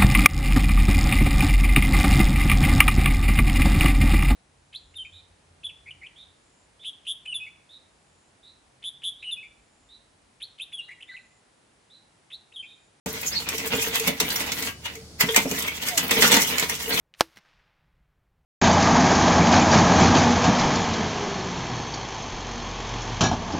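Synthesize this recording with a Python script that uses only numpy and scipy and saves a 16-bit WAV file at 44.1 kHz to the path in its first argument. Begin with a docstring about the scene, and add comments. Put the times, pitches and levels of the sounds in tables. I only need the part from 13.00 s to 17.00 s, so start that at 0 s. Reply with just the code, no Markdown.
"""A clank, then the close rattle of a slack roller chain, hand-cranked over a sprocket in a workshop.
Impacts excite the resonances of the welded steel frame: rollers rattle, links click onto the teeth,
and the slack snaps tight and jolts the frame. Dry steel squeaks by stick-slip friction.
Near t = 2 s the crank rests briefly, then jerks on again. Faint air noise and a low hum lie beneath."""
import sys
import numpy as np
from scipy import signal
from scipy.fft import rfft, irfft, next_fast_len
from scipy.io import wavfile
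from scipy.ndimage import uniform_filter1d, map_coordinates

SR = 44100
rng = np.random.default_rng(int(sys.argv[2]) if len(sys.argv) > 2 else 0)


def wav_record(signal):
    """Record a signal, one row per channel, as 16-bit PCM in the file named by sys.argv[1]."""
    frames = np.transpose(np.atleast_2d(signal))
    bounded = np.clip(frames, -1, 1)
    # unit amplitude maps onto the largest positive 16-bit level
    quanta = np.round(bounded * 32767).astype(np.int16)
    wavfile.write(sys.argv[1], SR, quanta)


N = 176400
TIME = np.arange(N) / SR
LINKS_PER_S, ROLLER_SWING_DB = 40, 3.5

# Spectral envelopes of the steel's four registers: f/Hz, relative level/dB
BASS_SPECTRUM = [(110, -12), (175, -2.5), (275, -1), (370, -7.5), (550, -5), (1500, -25.5), (5000, -92)]
MIDDLE_SPECTRUM = [(100, -24), (400, -14), (750, -6), (1600, -3.5), (2050, 0.5), (3500, 2), (6500, -13.5),
                   (14000, -47)]
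TREBLE_SPECTRUM = [(500, -39), (3000, -9), (6300, 3.5), (8500, -1.5), (9800, -7.5), (11500, -2.5),
                   (16000, -7)]
SHEEN_SPECTRUM = [(6000, -23), (12000, -5)]
# Gains of the rattle and of the blows, bass to sheen: gain/dB
RATTLE_GAINS = [-5, 2.42, 0.5, -3]
BLOW_GAINS = [4, 0.5, 1, 1]
def chain():
    """Incoherent sources add in power: rattle and blows together drive each register of the steel."""
    middle, treble = clicks() + clanks()
    blows = (jolts(), middle, treble, pin_ticks())
    spectra = (BASS_SPECTRUM, MIDDLE_SPECTRUM, TREBLE_SPECTRUM, SHEEN_SPECTRUM)
    out = 0
    for run, run_db, hit, hit_db, spectrum in zip(rattle(), RATTLE_GAINS, blows, BLOW_GAINS, spectra):
        force = np.sqrt(amp(run_db) ** 2 * run + amp(hit_db) ** 2 * hit)
        out += steel(force, spectrum)
    return out

# Envelope of the running chain: t/s, relative level/dB
RATTLE_LEVEL = [(.06, -42.5), (.25, -40.5), (.42, -42), (.66, -37), (.85, -33.5), (.9, -38), (1.04, -36.5),
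                (1.17, -44.5), (1.3, -33), (1.47, -36.5), (1.68, -37), (1.78, -67.5), (1.89, -46),
                (2.04, -64.5), (2.18, -75), (2.22, -40.5), (2.48, -40), (2.6, -32), (2.79, -41.5),
                (2.83, -33.5), (2.94, -38.5), (3.06, -37), (3.16, -30), (3.35, -23.5), (3.52, -34.5),
                (3.62, -32.5), (3.76, -40.5), (3.88, -33.5), (4, -26.5)]
def rattle():
    """Many small impacts merge into a rattle; returns its power in the four registers."""
    level_db = np.interp(TIME, *np.transpose(RATTLE_LEVEL))
    rolling = contacts(per_s=2200, spread_db=6.5, swing_db=ROLLER_SWING_DB)
    treble, sheen = (contacts(per_s=2000, spread_db=-2, swing_db=5.5) for _ in range(2))
    return amp(level_db) ** 2 * np.array([rolling, rolling, treble, sheen])

def contacts(per_s, spread_db, swing_db, decay_s=0.0019):
    """Shot noise: the power of random roller contacts, swelling link by link, with mean 1."""
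    scatter_db = spread_db * np.clip(rng.standard_normal(N), -2, 2)
    link_db = swing_db * np.clip(wobble(LINKS_PER_S), -2, 2)
    hits = (rng.random(N) < per_s / SR) * amp(scatter_db + link_db) ** 2
    power = signal.lfilter([1], [1, -np.exp(-2 / (decay_s * SR))], hits)
    return power / power.mean()

# Links seating on the teeth: t/s, relative middle level/dB, relative treble level/dB
LINK_CLICKS = [(0.232, -32.5, -35), (0.489, -30, -19.5), (.582, -43, -23.5), (0.736, -27.5, -40),
               (0.795, -33, -37), (.824, -29, -25), (.998, -32.5, -19), (1.304, -27.5, -23),
               (1.36, -24.5, -25), (1.52, -32, -20.5), (1.625, -32, -23), (1.954, -41.5, -36),
               (2.29, -23, -43), (2.346, -24.5, -23), (2.513, -30.5, -22), (2.624, -34, -24),
               (2.68, -28, -31), (2.886, -30.5, -20), (3.368, -21.5, -13.5), (3.583, -23.5, -17),
               (3.597, -29.5, -17), (3.697, -26, -19.5), (3.976, -23.5, -23)]
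CLICK_RISE_S, CLICK_FALL_S = 0.0006, 0.0045
def clicks():
    """Impact of link on tooth: middle and treble power, the treble damped sooner."""
    middle = sum(blow(TIME - s, db, rise_s=0.0035, fall_s=0.0099) for s, db, _ in LINK_CLICKS)
    treble = sum(blow(TIME - s, db, CLICK_RISE_S, CLICK_FALL_S) for s, _, db in LINK_CLICKS)
    return np.array([middle, treble])

# Slack snapping tight: t/s, relative middle level/dB, relative treble level/dB, rise/s, ring f/Hz
SLACK_CLANKS = [(.061, -33.5, -29.5, 0.00085, 895), (0.957, -22, -24, 0.014, 3200),
                (1.08, -22.5, -20, 0.0076, 2100), (1.202, -20.5, -14.5, 0.00086, 3900),
                (1.859, -28.5, -33.5, 0.0085, 3140), (2.211, -16.5, -15, 0.0054, 2093),
                (2.3627, -12.5, -9.5, 0.0014, 2380), (2.376, -21.5, -27, 0.0036, 843),
                (2.9781, -22, -13, 0.0023, 3030), (3.111, -18, -15, 0.0015, 2050),
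                (3.223, -11.5, -15.5, 0.0012, 2016), (3.246, -14.5, -26, 0.0025, 1300),
                (3.32, -16.5, -16.5, 0.0044, 7700)]
def clanks():
    """Sudden tension acts as an impulse on the chain; returns middle and treble power."""
    middle = sum(blow(TIME - s, db, rise, fall_s=0.015) for s, db, _, rise, _ in SLACK_CLANKS)
    treble = sum(blow(TIME - s, db, rise, fall_s=0.0068) for s, _, db, rise, _ in SLACK_CLANKS)
    return np.array([middle, treble])

# Jolts of the frame: t/s, relative level/dB
FRAME_JOLTS = [(.061, -31.5), (0.737, -27), (1.08, -25), (1.214, -28.5), (2.237, -30), (2.374, -25.5),
               (2.456, -29), (2.515, -29), (3.117, -28.5), (3.186, -28), (3.236, -23), (3.326, -26.5),
               (3.614, -48), (3.935, -31)]
JOLT_RISE_S = 0.0048
def jolts():
    """Reaction to the slack chain shakes the frame; returns bass power."""
    return sum(blow(TIME - s, db, JOLT_RISE_S, fall_s=0.016) for s, db in FRAME_JOLTS)

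# Thin ticks of the link pins: t/s, relative level/dB
PIN_STRIKES = [(.129, -28.5), (.215, -26), (0.673, -26), (.957, -20), (1.075, -16), (1.288, -24),
               (1.358, -19), (2.208, -16), (2.59, -23), (3.08, -23), (3.421, -21.5)]
def pin_ticks():
    """Brief contacts excite high frequencies; returns the pins' power in the sheen register."""
    return sum(blow(TIME - s, db, CLICK_RISE_S, CLICK_FALL_S) for s, db in PIN_STRIKES)

# Modes of frame and sprocket: f/Hz, bandwidth/Hz, level relative to the broad response/dB
STEEL_MODES = [(170.6, 22, 4), (215, 45, -0.5), (278, 32, 2.5), (445.4, 40, 9.5), (914, 136, 0),
               (1294, 32, -1.5), (1427, 32, -2.5), (1970, 110, 1), (2950, 7.1, 4)]
def steel(force, spectrum, size=16384, count=28):
    """Modal superposition: noise shaped by a force envelope rings on in the steel's resonances."""
    hz = np.fft.rfftfreq(size, 1 / SR)
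    cepstrum = irfft(np.log(amp(along(spectrum, hz))))
    broad = np.exp(rfft(2 * cepstrum[:size // 2], size))  # minimum phase
    low_hz, high_hz, width_hz, lesser_db = 549, 2685, 9.6, 0.5  # the welded frame's lesser modes
    centres = low_hz + (high_hz - low_hz) * (np.arange(count) + rng.random(count)) / count
    modes = STEEL_MODES + [(f, width_hz, lesser_db) for f in centres]
    rings = 1 + sum(amp(db) * 1j * hz * w / (f * f - hz * hz + 1j * hz * w) for f, w, db in modes)
    response = irfft(broad * rings)
    drive = force * link_colour(spread(noise_pair()))
    return signal.fftconvolve(drive, response[None] / np.linalg.norm(response), axes=1)[:, :N]

def link_colour(x, swing_db=2.5, corner_hz=980):
    """Spectral modulation: each link has a colour of its own, while the frame's bass stays."""
    hz, _, spectra = signal.stft(x, SR, nperseg=512)
    field = uniform_filter1d(rng.standard_normal(spectra.shape[1:]), size=5, axis=0)
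    field = np.clip(unit(uniform_filter1d(field, size=6, axis=1)), -2, 2)
    depth_db = swing_db * hz ** 2 / (hz ** 2 + corner_hz ** 2)
    return unit(signal.istft(spectra * amp(depth_db[:, None] * field), nperseg=512)[1][:, :N])

def link_rings(count=4, detune=0.06, lowest_hz=1900, scatter_octaves=0.7):
    """Damped free vibration: each clanking, clicking or passing link rings in a few close partials."""
    passing = rng.uniform(0, N / SR, int(LINKS_PER_S * N / SR))
    passing_db = np.interp(passing, *np.transpose(RATTLE_LEVEL)) + rng.normal(0, 3, len(passing))
    light = [(s, db + 1) for s, db, _ in LINK_CLICKS] + list(zip(passing, passing_db))
    links = [(s, db - 2, rise, hz) for s, db, _, rise, hz in SLACK_CLANKS]
    for s, db in light:
        links.append((s, db, CLICK_RISE_S, lowest_hz * 2 ** (scatter_octaves * abs(rng.normal()))))
    out = np.zeros((2, N))
    for s, db, rise, pitch_hz in links:
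        near = np.abs(TIME - s) < .08
        partials = pitch_hz * np.exp(detune * rng.standard_normal(count))
        ring = sum(np.sin(2 * np.pi * (hz * TIME[near] + rng.random((2, 1)))) for hz in partials)
        out[:, near] += unit(ring) * np.sqrt(blow(TIME[near] - s, db, rise, fall_s=0.012))
    return spread(out)

# A tooth takes up the load: t/s, relative level/dB
TOOTH_LOADS = [(.063, -30.5), (.55, -33), (.64, -33.5), (.784, -31), (.869, -30.5), (1.009, -27.5),
               (1.963, -37.5), (2.292, -23.5), (3.17, -25.5), (3.28, -26.5), (3.88, -30)]
def sprocket(mode_hz=449, waver_rad=0.45):
    """Sudden loading excites one mode of the wheel, roughened by amplitude and phase modulation."""
    power = sum(blow(TIME - s, db, JOLT_RISE_S, fall_s=0.051) for s, db in TOOTH_LOADS)
    shake = amp(ROLLER_SWING_DB * wobble(2 * LINKS_PER_S))
    phase = 2 * np.pi * mode_hz * TIME + waver_rad * wobble(2 * LINKS_PER_S)
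    return np.sqrt(power) * shake * np.sin(phase)

# Dry steel slipping: t/s, duration/s, start f/Hz, end f/Hz, level/dB
STEEL_SQUEAKS = [(0.259, 0.037, 7010, 6210, -26.5), (0.315, 0.038, 4450, 5590, -31.5),
                 (0.345, 0.051, 4260, 4320, -24), (2.899, 0.102, 750, 607, -37)]
def squeaks(roughness=0.054, wavers_per_s=1500):
    """Stick-slip friction sustains short, rough tones that glide in pitch."""
    out = np.zeros((2, N))
    for s, length, start_hz, end_hz, db in STEEL_SQUEAKS:
        progress = np.clip((TIME - s) / length, 0, 1)
        waver = 1 + roughness * np.array([wobble(wavers_per_s), wobble(wavers_per_s)])
        hz = (start_hz + (end_hz - start_hz) * progress) * waver
        out += amp(db) * np.sin(np.pi * progress) * np.sin(2 * np.pi * np.cumsum(hz, axis=1) / SR)
    return spread(np.sqrt(2) * out)

# Reverberation time of the workshop: f/Hz, T60/s
ROOM_DECAY = [(200, 0.24), (530, 0.13), (1400, 0.18), (10000, 0.13)]
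def room(x, count=4, build_s=0.0016):
    """Diffuse reverberation: short random tails crossfade in turn, so the room rings at no fixed pitch."""
    out = 0
    for k in range(count):
        hz, t, spectra = signal.stft(spread(noise_pair())[:, :SR // 2], SR, nperseg=256)
        decay = amp(-60 * t / along(ROOM_DECAY, hz)[:, None])
        tail = signal.istft(spectra * decay * (1 - np.exp(-t / build_s)), SR, nperseg=256)[1]
        share = np.maximum(np.cos(2 * np.pi * (2 * TIME - k / count)), 0)
        out += signal.fftconvolve(x * share, tail / np.linalg.norm(tail[0]), axes=1)[:, :N]
    return out

# Spectrum of the workshop air: f/Hz, relative level/dB
AIR_SPECTRUM = [(20, -24), (60, 1.5), (130, 4), (1000, -17.5), (2700, -22), (4700, -12.5), (11000, -24.5),
                (16000, -57)]
def background(air_db=-46.5, hum_db=-53, hum_hz=76):
    """Ambient noise: broadband workshop air and a faint, slightly wavering hum."""
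    air = unit(filtered(spread(noise_pair()), lambda hz: amp(along(AIR_SPECTRUM, hz))))
    hum = np.sqrt(2) * np.sin(2 * np.pi * hum_hz * np.cumsum(1 + 0.0054 * wobble(7.5)) / SR)
    return amp(air_db) * air + amp(hum_db) * hum

# Likeness of left and right: f/Hz, correlation coefficient
STEREO_CORRELATION = [(290, 0.95), (640, 0.69), (1400, 0.31), (3100, -0.46), (7000, 0.081)]
def spread(pair):
    """Sum and difference of two independent signals give left and right, correlated in the bass."""
    turn = lambda hz: np.arccos(np.clip(along(STEREO_CORRELATION, hz), -1, 1)) / 2
    mid, side = filtered(pair, lambda hz: np.array([np.cos(turn(hz)), np.sin(turn(hz))]))
    return np.array([mid + side, mid - side])

def blow(t, db, rise_s, fall_s):
    """Exponential rise and decay: power at time t from the peak, given 1/e amplitude times."""
    return amp(db) ** 2 * np.exp(-2 * np.minimum(np.maximum(-t / rise_s, t / fall_s), 20))

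def amp(db):
    """Decibels to amplitude ratio."""
    return 10 ** (np.asarray(db) / 20)

def unit(x):
    """Normalisation to rms 1."""
    return x / np.sqrt(np.mean(x ** 2) + 1e-20)

def along(points, hz):
    """Interpolation of (f/Hz, value) points on a logarithmic axis."""
    f, v = np.transpose(points)
    return np.interp(np.log(hz + 1), np.log(f + 1), v)

def noise_pair():
    """Two independent white noises."""
    return rng.standard_normal((2, N))

def wobble(knots_per_s):
    """Smooth random modulation: a spline through Gaussian knots."""
    return map_coordinates(rng.standard_normal(N // 8), [TIME * knots_per_s], mode="wrap")

def filtered(x, response):
    """Linear filtering: the spectrum of x times a frequency response."""
    size = next_fast_len(N + SR // 2)
    return irfft(rfft(x, size) * response(np.fft.rfftfreq(size, 1 / SR)), size)[..., :N]

# Stereo balance of the drive: f/Hz, left minus right level/dB
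DRIVE_BALANCE = [(5500, -0.57), (8000, -2.5), (12000, 0.5)]
def scene(room_db=-4.5):
    """Superposition of the chain drive, its reverberation, the sprocket and the background."""
    drive = chain() + link_rings() + squeaks()
    drive = drive + amp(room_db) * room(drive)
    drive = filtered(drive, lambda hz: amp(along(DRIVE_BALANCE, hz) * np.array([[.5], [-.5]])))
    return drive + sprocket() + background()

def record(dry, start_s=0.0596, fade_s=0.0014, cutoff_hz=16000):
    """Gating and band limiting: a moment of silence, then the sound, clipped and steeply low-passed."""
    gate = np.clip((TIME - start_s) / fade_s, 0, 1)
    return filtered(np.clip(dry * gate, -1, 1), lambda hz: 1 / np.sqrt(1 + (hz / cutoff_hz) ** 200))

dry = scene()
out = record(dry)
wav_record(out)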